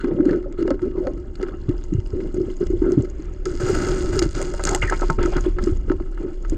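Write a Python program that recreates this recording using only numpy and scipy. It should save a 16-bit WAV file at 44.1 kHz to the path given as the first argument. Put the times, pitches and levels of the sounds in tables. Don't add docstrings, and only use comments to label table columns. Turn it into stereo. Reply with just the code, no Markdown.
import sys
import numpy as np
from scipy import signal
from scipy.fft import rfft, irfft
from scipy.io import wavfile
from scipy.ndimage import uniform_filter1d

SR = 44100
rng = np.random.default_rng(int(sys.argv[2]) if len(sys.argv) > 2 else 0)


def materialize(psi):
    bounded = np.clip(np.atleast_2d(psi).T, -1, 1)
    quanta = np.round(bounded * 32767).astype(np.int16)
    wavfile.write(sys.argv[1], SR, quanta)


N = 289737
TIME = np.arange(N) / SR
TAPS = 8192

# (pitch [Hz], width [Hz], level [dB])
CASE_NOTES = [(362.6, 29.2, 3), (495, 41, -12.5), (582.4, 43, -9), (780, 32, -15.5), (921.7, 28, -15.5),
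              (1064, 14, -16), (1301.5, 59, -10), (1449, 100, -15.5), (1640, 190, -22), (2040, 118, -20.5),
              (2836, 85, -30.5), (3310, 350, -43), (4390, 210, -31), (4980, 330, -31.5), (5400, 270, -36.5),
              (6840, 570, -26.5), (7660, 160, -29), (7900, 430, -30), (8730, 340, -29.5)]
# (pitch [Hz], width [Hz], level [dB])
CASE_DIPS = [(8500, 290, -4.5), (11000, 220, -3.5), (13350, 600, -14.5)]
# (time [s], level [dB])
FLOW_LEVEL = [(0, -33), (1.13, -32), (1.57, -34), (1.7, -28.5), (2.6, -31.5), (2.78, -21), (2.9, -33.5),
              (4.17, -25), (4.44, -29), (5.1, -22), (5.95, -24.5), (6.35, -31.5), (6.57, -17)]
# (pitch [Hz], level [dB])
RUMBLE_TONE = [(5, -28), (18, -4.5), (33, 2), (48, -9.5), (70, -11.5), (110, -23.5), (200, -29),
               (500, -47.5), (4000, -119)]
# (time [s], level [dB])
CHURN_LEVEL = [(5.8, 0), (6.05, -9)]
# (time [s], level [dB])
CRACKLE_LEVEL = [(0, -67.5), (1.7, -57), (2.4, -53.5), (3.0, -52.5), (3.35, -58), (6.57, -56)]
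# (pitch [Hz], level [dB])
REEF_TONE = [(300, -13.5), (1100, -1.5), (1300, -26), (3000, 2), (7800, -10.5), (9200, -20), (10500, -18),
             (16000, -30.5)]
# (start [s], length [s], soft rub [dB], hard scuff [dB])
RUBS = [(.035, 0.13, -20, -41.5), (.175, 0.089, -17.5, -50.5), (.28, 0.092, -15, -41),
        (.38, 0.16, -30, -49.5), (.585, 0.16, -19.5, -48), (.815, 0.063, -18.5, -44.5),
        (.89, 0.055, -30.5, -54), (.95, 0.15, -24.5, -53), (1.1, 0.11, -31, -67), (1.39, 0.16, -28.5, -42),
        (1.68, 0.049, -21.5, -41), (2.14, 0.14, -24.5, -71), (2.34, 0.17, -23, -65),
        (2.605, 0.03, -18, -42.5), (2.7, 0.08, -25.5, -56), (2.815, 0.13, -18, -41),
        (2.97, 0.079, -21.5, -52.5), (3.455, 0.1, -25.5, -51.5), (3.6, .65, -22, -44),
        (4.355, 0.16, -26, -41), (4.65, .11, -25, -41.5)]
# (pitch [Hz], level [dB])
RUB_TONE = [(40, 0), (100, 9), (200, 8.5), (290, 8), (380, 4), (480, -2.5), (700, -15.5), (1300, -16.5),
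            (2500, -18), (6000, -39.5)]
# (pitch [Hz], level [dB])
SCUFF_TONE = [(200, -35), (450, -7.5), (700, -5), (1400, -8.5), (2200, -11), (3500, -4), (4400, -19.5),
              (6000, -25.5), (10000, -50.5), (14000, -73)]
# (pitch [Hz], level [dB])
CREAK_TONE = [(800, -6), (2000, 1), (4300, 3), (5500, -2.5), (8000, -14), (9300, -10), (10500, -4),
              (14500, -14.5), (16000, -29.5)]
# (start [s], length [s], level [dB])
RATTLES = [(0, 0.0047, -39), (.25, 0.1, -51), (.575, 0.033, -47)]
# (pitch [Hz], level [dB])
BUCKLE_TONE = [(900, -9.5), (1400, 5), (2200, -1), (3200, 6), (4300, 9.5), (4900, -10), (7000, -9.5),
               (9000, -10), (12000, -23.5)]
# (start [s], length [s], level [dB], first pitch [Hz], last pitch [Hz], half width [Hz])
SWISHES = [(.02, 0.24, -39, 510, 521, 71), (0.191, .22, -33.5, 470, 547, 89.8),
           (0.915, 0.13, -48, 1300, 743, 135), (0.982, 0.16, -32.5, 510, 608, 70),
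           (2.809, 0.13, -41, 1500, 1305, 130), (2.955, .55, -57.5, 1100, 1742, 970),
           (4.682, 0.12, -29, 639, 954, 123), (4.813, .07, -32.5, 2150, 2030, 227),
           (4.898, .075, -35, 2050, 2060, 158), (5.015, 0.04, -29, 900, 1010, 197),
           (5.313, 0.037, -33, 660, 760, 108)]
# (time [s], level [dB], pitch [Hz])
BUMPS = [(0.038, -15, 262), (0.086, -8.5, 357), (0.119, -12.5, 333), (0.196, 0, 318), (0.259, -2.5, 301),
         (0.308, -17, 398), (0.326, -10.5, 385.5), (0.623, -7, 338), (0.651, -7, 371), (0.711, -9.5, 287),
         (0.83, -13.5, 346), (0.976, -15, 365), (1.003, -15.5, 355), (1.428, -10, 375), (1.688, -10, 288),
         (1.921, -11, 301), (2.134, -13.5, 386), (2.184, -17.5, 344), (2.378, -14, 367), (2.402, -9, 363),
         (2.607, -11.5, 395), (2.626, -6, 369), (2.7, -10.5, 344), (2.732, -8, 357), (2.816, -7.5, 320),
         (2.86, -11, 337), (2.886, -7, 342), (2.92, -11, 373), (2.974, -4, 296), (3.193, -19, 326),
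         (3.461, -13.5, 366), (3.693, -9.5, 396), (4.164, -7.5, 380), (4.218, -8, 344), (4.256, -13, 314),
         (4.719, -13.5, 353), (4.926, -13, 342), (5.253, -13, 356), (5.363, -15.5, 289), (5.461, -6.5, 352),
         (5.477, -11, 333), (5.63, -14.5, 212), (5.684, -8.5, 323), (5.901, -6.5, 354), (5.917, -12, 350),
         (6.245, -15.5, 368), (6.521, -14, 328)]
# (time [s], level [dB], pitch [Hz])
THUDS = [(1.683, -11.5, 114.5), (1.92, -16, 185), (1.945, -11, 116), (1.981, -9.5, 93), (2.129, -15, 79),
         (2.4, -21, 110), (2.969, -8, 142), (2.99, -9.5, 109), (3.63, -16.5, 116.7), (4.254, -16, 131.5),
         (4.833, -15.5, 97.5), (5.098, -15.5, 154), (5.184, -15, 83.8), (5.36, -20.5, 129.3),
         (5.717, -13, 85)]
# (time [s], level [dB], rough pitch [Hz], chatter time [s])
KNOCKS = [(0.044, -21.5, 1370, 0.0027), (.189, -32, 1300, 0.0029), (0.205, -26.5, 1400, 0.0046),
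          (0.332, -25, 1350, 0.0076), (0.679, -21, 1240, 0.0019), (.706, -18, 1350, 0.0083),
          (0.794, -30.5, 1450, 0.0045), (1.07, -22, 1480, 0.0024), (1.43, -23.5, 1650, .008),
          (1.485, -30, 1590, 0.0027), (3.459, -23, 1530, 0.0037), (4.219, -21.5, 1500, 0.0064),
          (4.54, -19, 633, 0.0028), (4.595, -20, 775, .0092), (4.675, -15.5, 1390, 0.0092),
          (4.826, -16, 1600, 0.02), (4.912, -20, 910, 0.009), (4.924, -11, 1230, 0.0084),
          (4.998, -22.5, 1420, 0.002), (5.02, -17.5, 1080, 0.0072), (5.1, -7.5, 1170, 0.0041),
          (5.188, -19.5, 1180, 0.0068), (5.234, -21, 1700, 0.0075), (5.259, -20, 1930, 0.0023),
          (5.364, -18.5, 1450, 0.016), (5.382, -18, 1190, 0.0035), (5.586, -19, 1360, 0.0062),
          (5.899, -17, 1240, 0.0019), (5.917, -19.5, 1400, 0.0015), (6.001, -26.5, 860, 0.0022),
          (6.176, -30.5, 1340, .0072), (6.449, -28.5, 1460, 0.0026)]
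# (pitch [Hz], level [dB], time to fade by 60 dB [s])
HOLLOW_NOTES = [(644, 0, 0.067), (777, -9, .07), (912, 5.5, 0.11), (1076, -6.5, 0.074), (1260, -5, 0.031)]
# (time [s], level [dB], pitch [Hz], swell time [s])
BUBBLES = [(0.292, -29.5, 1700, 0.0024), (.459, -27.5, 587, 0.004), (0.68, -20, 532, 0.002),
           (0.705, -13.5, 555, 0.0032), (1.072, -19, 525, 0.0034), (4.403, -25, 570, 0.0048),
           (4.819, -18, 2100, 0.0029), (4.824, -22.5, 2876, 0.0021), (4.876, -24, 1937, 0.0034),
           (4.896, -17.5, 1620, 0.0015)]
# (time [s], level [dB], pitch [Hz])
SNAPS = [(0.525, -39, 3300), (0.677, -33, 3200), (0.705, -27, 4250), (1.355, -33, 4160),
         (1.428, -27.5, 4100), (1.692, -32.5, 3400), (2.344, -35.5, 7200), (2.669, -32, 4500),
         (2.92, -29, 5930), (3.023, -35, 7060), (3.455, -22, 4700), (4.192, -8, 5660), (4.225, -16, 4570),
         (4.416, -19, 7200), (4.426, -20.5, 8600), (4.538, -28.5, 7100), (4.638, -11, 8300),
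         (4.652, -11, 7300), (4.671, -11.5, 5330), (4.691, -13, 6800), (4.711, -22, 7200),
         (4.733, -30, 7030), (4.748, -8, 8030), (4.76, -19.5, 7550), (4.899, -18.5, 6900),
         (5.102, -24.5, 6140), (5.229, -23, 3300), (5.259, -26.5, 6520), (5.367, -25.5, 4530),
         (5.409, -28, 6940), (5.639, -25, 6500), (6.497, -27, 7100)]
# (pitch [Hz], level [dB])
SNAP_TONE = [(300, -11.5), (1300, -12), (3500, 4), (7800, -6.5), (9300, -10.5), (10500, -15), (12000, -4.5),
             (16000, -2.5)]
# (start [s], length [s], level [dB])
DRAGS = [(3.458, 0.19, -46.5), (3.595, 0.072, -35.5), (3.66, .3, -31.5), (3.96, 0.21, -39.5),
         (4.125, 0.058, -33), (4.215, 0.017, -29), (4.25, 0.16, -51.5), (4.345, .11, -36.5),
         (4.47, 0.24, -45), (4.655, 0.091, -32), (4.77, 0.36, -44.5), (5.225, 0.24, -49.5),
         (5.612, 0.1, -54.5)]
# (pitch [Hz], level [dB])
GRIT_TONE = [(400, -2), (800, 3.5), (1100, 0), (1280, 1), (2000, -1), (2800, 3.5), (5200, 2.5),
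             (7900, -4.5), (8400, -6), (9300, -9), (10500, -26), (14000, -47.5)]
# (pitch [Hz], level [dB])
FIZZ_TONE = [(8000, -36), (10800, -11), (11700, -0.5), (15000, 9), (16500, -17)]
# (start [s], length [s], soft rub [dB], hard scuff [dB])
KICKS = [(4.833, 0.017, -29, -42), (4.906, 0.045, -26.5, -36), (5.016, 0.011, -14.5, -34.5),
         (5.089, 0.014, -23, -37.5), (5.18, 0.11, -19, -32.5), (5.323, 0.025, -33.5, -30),
         (5.354, 0.018, -19.5, -42), (5.437, 0.026, -30.5, -31.5), (5.564, 0.13, -26, -43),
         (5.668, 0.022, -14.5, -38), (5.88, 0.058, -20.5, -49), (6.005, 0.012, -22.5, -63),
         (6.196, 0.12, -27, -48.5), (6.518, 0.025, -23, -46.5)]
# (pitch [Hz], level [dB])
MIC_BALANCE = [(230, 1.0), (370, 1.25), (580, 7), (910, -5), (1440, 4), (2270, 3), (3570, -0.5),
               (5610, -2.5), (8840, 1.5)]
# (pitch [Hz], level [dB])
MIC_SPREAD = [(60, -24), (200, -18), (400, -20), (600, -4.5), (880, 3), (1300, -9), (1900, -4.5),
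              (2800, -6), (4100, -5), (6000, -23.5), (9000, -7.5)]


def amp(db):
    return 10 ** (np.asarray(db) / 20)


def unit(x):
    return x / np.sqrt(np.mean(x ** 2) + 1e-20)


def peaked(x, db):
    return amp(db) * x / abs(x).max()


def tone_db(points, hz):
    pitches, levels = np.transpose(points)
    return np.interp(np.log(hz + 1), np.log(pitches + 1), levels)


def level(curve):
    return amp(np.interp(TIME, *np.transpose(curve)))


def add(mix, start, sound):
    part = mix[max(round(start * SR), 0):][:len(sound)]
    part += sound[:len(part)]


def blur(x, size):
    return uniform_filter1d(uniform_filter1d(x, size), size)


def steady(x, span_s):
    power = abs(blur(x ** 2, int(span_s * SR / 2) + 1))
    return x / np.sqrt(power + 1e-9 * np.mean(x ** 2))


def clumps(spread_db, size):
    return amp(spread_db * unit(blur(rng.standard_normal(N), size)))


def grains(per_s, spread_db, low_hz, high_hz, cycles, hiss):
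    pitch_count = 36
    sizes = amp(spread_db * np.minimum(rng.exponential(1, N), 4)) * rng.choice([-1, 1], N)
    sizes *= rng.random(N) < per_s / SR
    kinds = rng.integers(0, pitch_count, N)
    pings, out = [], np.zeros(N)
    for hz in np.geomspace(low_hz, high_hz, pitch_count):
        turns = np.arange(int(5 * cycles * SR / hz) + 2) * hz / SR
        pings.append(hz * np.exp(-turns / cycles) * np.sin(2 * np.pi * turns))
    for at in np.flatnonzero(sizes).tolist():
        add(out, at / SR, sizes[at] * pings[kinds[at]])
    return unit(out) + hiss * rng.standard_normal(N)


def strokes(rows, column=2, fade_db_per_s=418.5):
    swell_s, sag_db = 0.005, 3.5
    power = np.zeros(N)
    for row in rows:
        start, length, db = row[0], row[1], row[column]
        t = np.arange(int((length + 0.25) * SR)) / SR
        fall_db = sag_db * np.minimum(t / length, 1) + fade_db_per_s * np.maximum(t - length, 0)
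        add(power, start, (np.minimum(t / swell_s, 1) * amp(db - fall_db)) ** 2)
    return np.sqrt(power)


def case_ring(tone):
    hz = abs(np.fft.fftfreq(TAPS, 1 / SR))
    power = sum(amp(db) ** 2 / (1 + ((hz - pitch) / (width / 2)) ** 2) / (1 + ((hz - pitch) / pitch) ** 2)
                for pitch, width, db in CASE_NOTES)
    dips_db = sum(db / (1 + ((hz - pitch) / (width / 2)) ** 2) for pitch, width, db in CASE_DIPS)
    log_gain = np.log(np.sqrt(power) * amp(tone_db(tone, hz) + dips_db) + 1e-7)
    spectrum = np.exp(np.conj(signal.hilbert(log_gain)))
    return np.fft.ifft(spectrum).real[:TAPS // 2]


def through_case(touches, tone):
    return unit(signal.oaconvolve(touches, case_ring(tone))[:N])


def water_flow():
    shape = amp(tone_db(RUMBLE_TONE, np.fft.rfftfreq(N, 1 / SR)))
    swirls = steady(irfft(rfft(rng.standard_normal(N)) * shape, N), span_s=0.22)
    slow = signal.sosfiltfilt(signal.butter(4, 46, fs=SR, output="sos"), swirls)
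    churn = level(CHURN_LEVEL) * (swirls - slow)
    return amp(3) * level(FLOW_LEVEL) * (slow + churn)


def reef_crackle():
    pops = grains(per_s=750, spread_db=5, low_hz=1430, high_hz=9450, cycles=3.5, hiss=0.65)
    pops *= clumps(spread_db=3.8, size=600)
    wash = amp(-5) * rng.standard_normal(N)
    return level(CRACKLE_LEVEL) * through_case(pops + wash, REEF_TONE)


def rub_strength():
    return np.hypot(strokes(RUBS + KICKS), amp(-39.5))


def gear_rubbing():
    slips = grains(per_s=240, spread_db=1.5, low_hz=86, high_hz=896, cycles=1, hiss=1)
    rub = steady(through_case(slips, RUB_TONE), span_s=0.042)
    catches = grains(per_s=330, spread_db=2, low_hz=501.5, high_hz=5220, cycles=3.5, hiss=0.8)
    scuff = steady(through_case(catches, SCUFF_TONE), span_s=0.27)
    scuff_strength = np.hypot(strokes(RUBS + KICKS, column=3), amp(-54.5))
    return amp(-0.5) * rub_strength() * rub + amp(-1) * scuff_strength * scuff


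def strap_creaks():
    clusters = clumps(spread_db=5.5, size=400)
    ticks = grains(per_s=900, spread_db=3.5, low_hz=2030, high_hz=12900, cycles=0.8, hiss=0.4)
    creak = steady(through_case(clusters * ticks, CREAK_TONE), span_s=0.66)
    return amp(-38.5) * rub_strength() ** 0.62 * creak


def buckle_rattles():
    ticks = grains(per_s=1100, spread_db=1.5, low_hz=1520, high_hz=9000, cycles=0.29, hiss=0.4)
    return amp(7.5) * strokes(RATTLES) * steady(through_case(ticks, BUCKLE_TONE), span_s=0.033)


def water_swishes():
    out = np.zeros(N)
    for start, length, db, first_hz, last_hz, half_width_hz in SWISHES:
        count = int(length * SR)
        lowpass = signal.butter(2, half_width_hz, fs=SR, output="sos")
        churn = signal.sosfilt(lowpass, rng.standard_normal((2, SR)))[:, -count:]
        phase = 2 * np.pi * np.cumsum(np.geomspace(first_hz, last_hz, count)) / SR
        band = churn[0] * np.cos(phase) + churn[1] * np.sin(phase)
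        add(out, start, amp(db) * unit(band) * signal.windows.hann(count))
    return out


def gear_bumps(rows, swell_s, hum_db, gain_db):
    out, t = np.zeros(N), np.arange(TAPS) / SR
    case_hz, case_width, _ = CASE_NOTES[0]
    rise = t / swell_s
    hum = (1 - np.exp(-rise)) * np.exp(-np.pi * case_width * t) * np.sin(2 * np.pi * case_hz * t)
    for start, db, hz in rows:
        push = (rise * np.exp(1 - rise)) ** 2 * np.sin(2 * np.pi * hz * t)
        add(out, start, peaked(push + amp(hum_db) * hum, db + gain_db))
    return out


def shaft_knocks():
    ring_db, ring_growth = 3.5, 2.03
    out, t = np.zeros(N), np.arange(TAPS // 2) / SR
    hollow = sum(amp(db - 60 * t / fade_s) * np.sin(2 * np.pi * hz * t) for hz, db, fade_s in HOLLOW_NOTES)
    for start, db, hz, chatter_s in KNOCKS:
        blow = 0.16 * rng.standard_normal(len(t)) * np.exp(-t / chatter_s)
        blow[0] = 1
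        tone = [(hz / 5, -21), (hz / 0.74, -4), (hz, 0), (hz * 0.71, -3),
                (hz * 3, -14), (hz * 7, -42), (hz * 11, -66)]
        add(out, start, peaked(signal.fftconvolve(blow, case_ring(tone)), db - 0.5))
        add(out, start, peaked(hollow, ring_db + ring_growth * db))
    return out


def bubbles():
    out, t = np.zeros(N), np.arange(TAPS) / SR
    for start, db, hz, swell_s in BUBBLES:
        rise = t / swell_s
        loudness = (rise * np.exp(1 - rise)) ** 0.51
        wobble = 0.065 * unit(uniform_filter1d(rng.standard_normal(TAPS), size=70))
        phase = 2 * np.pi * np.cumsum(hz * (1 + wobble)) / SR
        add(out, start, peaked(loudness * np.sin(phase), db))
    return out


def brittle_snaps():
    out, t = np.zeros(N), np.arange(TAPS // 8) / SR
    ring = case_ring(SNAP_TONE)
    for start, db, hz in SNAPS:
        crumble = 0.5 * rng.standard_normal(len(t)) * np.exp(-t / 0.0021)
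        chip = 0.63 * np.exp(-t / 0.00018) * np.cos(2 * np.pi * hz * t)
        crumble[0] = chip[0] = 1
        crack = signal.fftconvolve(crumble, chip)
        add(out, start, peaked(signal.fftconvolve(crack, ring), db))
    return out


def spear_scrape():
    pressure = strokes(DRAGS)
    sand = grains(per_s=7000, spread_db=3, low_hz=1310, high_hz=14800, cycles=2.5, hiss=0.8)
    sand *= clumps(spread_db=1.7, size=300)
    coral = grains(per_s=420, spread_db=3.5, low_hz=3500, high_hz=11000, cycles=1, hiss=0)
    grit = amp(3) * pressure * steady(through_case(sand, GRIT_TONE), span_s=0.47)
    ticks = amp(-23.5) * pressure ** 0.5 * through_case(coral, SNAP_TONE)
    spurts = (sand + coral) * clumps(spread_db=1.5, size=500)
    fizz = amp(-6) * pressure ** 1.82 * through_case(spurts, FIZZ_TONE)
    low_band = signal.butter(2, [70, 150], "band", fs=SR, output="sos")
    shake = unit(signal.sosfilt(low_band, rng.standard_normal(N)))
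    judder = amp(-26) * np.tanh(pressure / amp(-30.5)) * shake
    return grit + ticks + fizz + judder


def fish_gurgle():
    gurgle = grains(per_s=2200, spread_db=3, low_hz=650, high_hz=2500, cycles=4.5, hiss=0)
    blips = grains(per_s=520, spread_db=2.5, low_hz=1000, high_hz=3500, cycles=9, hiss=0)
    return strokes(KICKS, column=3, fade_db_per_s=181) * (amp(-15.5) * gurgle + amp(-17) * blips)


def two_mics(x):
    hz, shared = np.fft.rfftfreq(N, 1 / SR), rfft(x)
    t = np.arange(TAPS // 8) / SR
    scatter = rng.standard_normal(len(t)) * np.exp(-t / 0.003)
    shift = -0.9j + 0.12 * rfft(scatter / np.linalg.norm(scatter), N)
    ratio = amp(tone_db(MIC_BALANCE, hz))
    lean = (ratio - 1) / (ratio + 1)
    side = shared * (lean + amp(tone_db(MIC_SPREAD, hz)) * shift)
    return irfft(np.array([shared + side, shared - side]), N)


def wall_ring(x):
    t = np.arange(TAPS // 4) / SR
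    ring = rng.standard_normal(len(t)) * amp(-60 * t / 0.022)
    highpass = signal.butter(2, 3800, "high", fs=SR, output="sos")
    ring = signal.sosfilt(highpass, amp(-7) * ring / np.linalg.norm(ring))
    return x + signal.oaconvolve(x, ring[None], axes=1)[:, :N]


def scene():
    bumps = gear_bumps(BUMPS, swell_s=0.0066, hum_db=-14, gain_db=-3.5)
    thuds = gear_bumps(THUDS, swell_s=0.0074, hum_db=-3.5, gain_db=0)
    crackle = reef_crackle()
    around = amp(-11) * np.roll(crackle, N // 2) * np.array([[1], [-1]])
    gear = gear_rubbing() + strap_creaks() + buckle_rattles() + bumps + thuds
    water = water_flow() + crackle + bubbles() + water_swishes() + fish_gurgle()
    gear_and_water = two_mics(gear + water)
    blows = two_mics(shaft_knocks() + brittle_snaps())
    scrape = two_mics(spear_scrape())
    return wall_ring(gear_and_water + blows + scrape + around)


def record(dry):
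    ceiling, top_hz = 0.85, 16000
    rounded = dry / (1 + (dry / ceiling) ** 6) ** (1 / 6)
    lowpass = signal.firwin(511, top_hz, window=("kaiser", 9), fs=SR)
    return signal.oaconvolve(rounded, lowpass[None], "same")


dry = scene()
out = record(dry)
materialize(out)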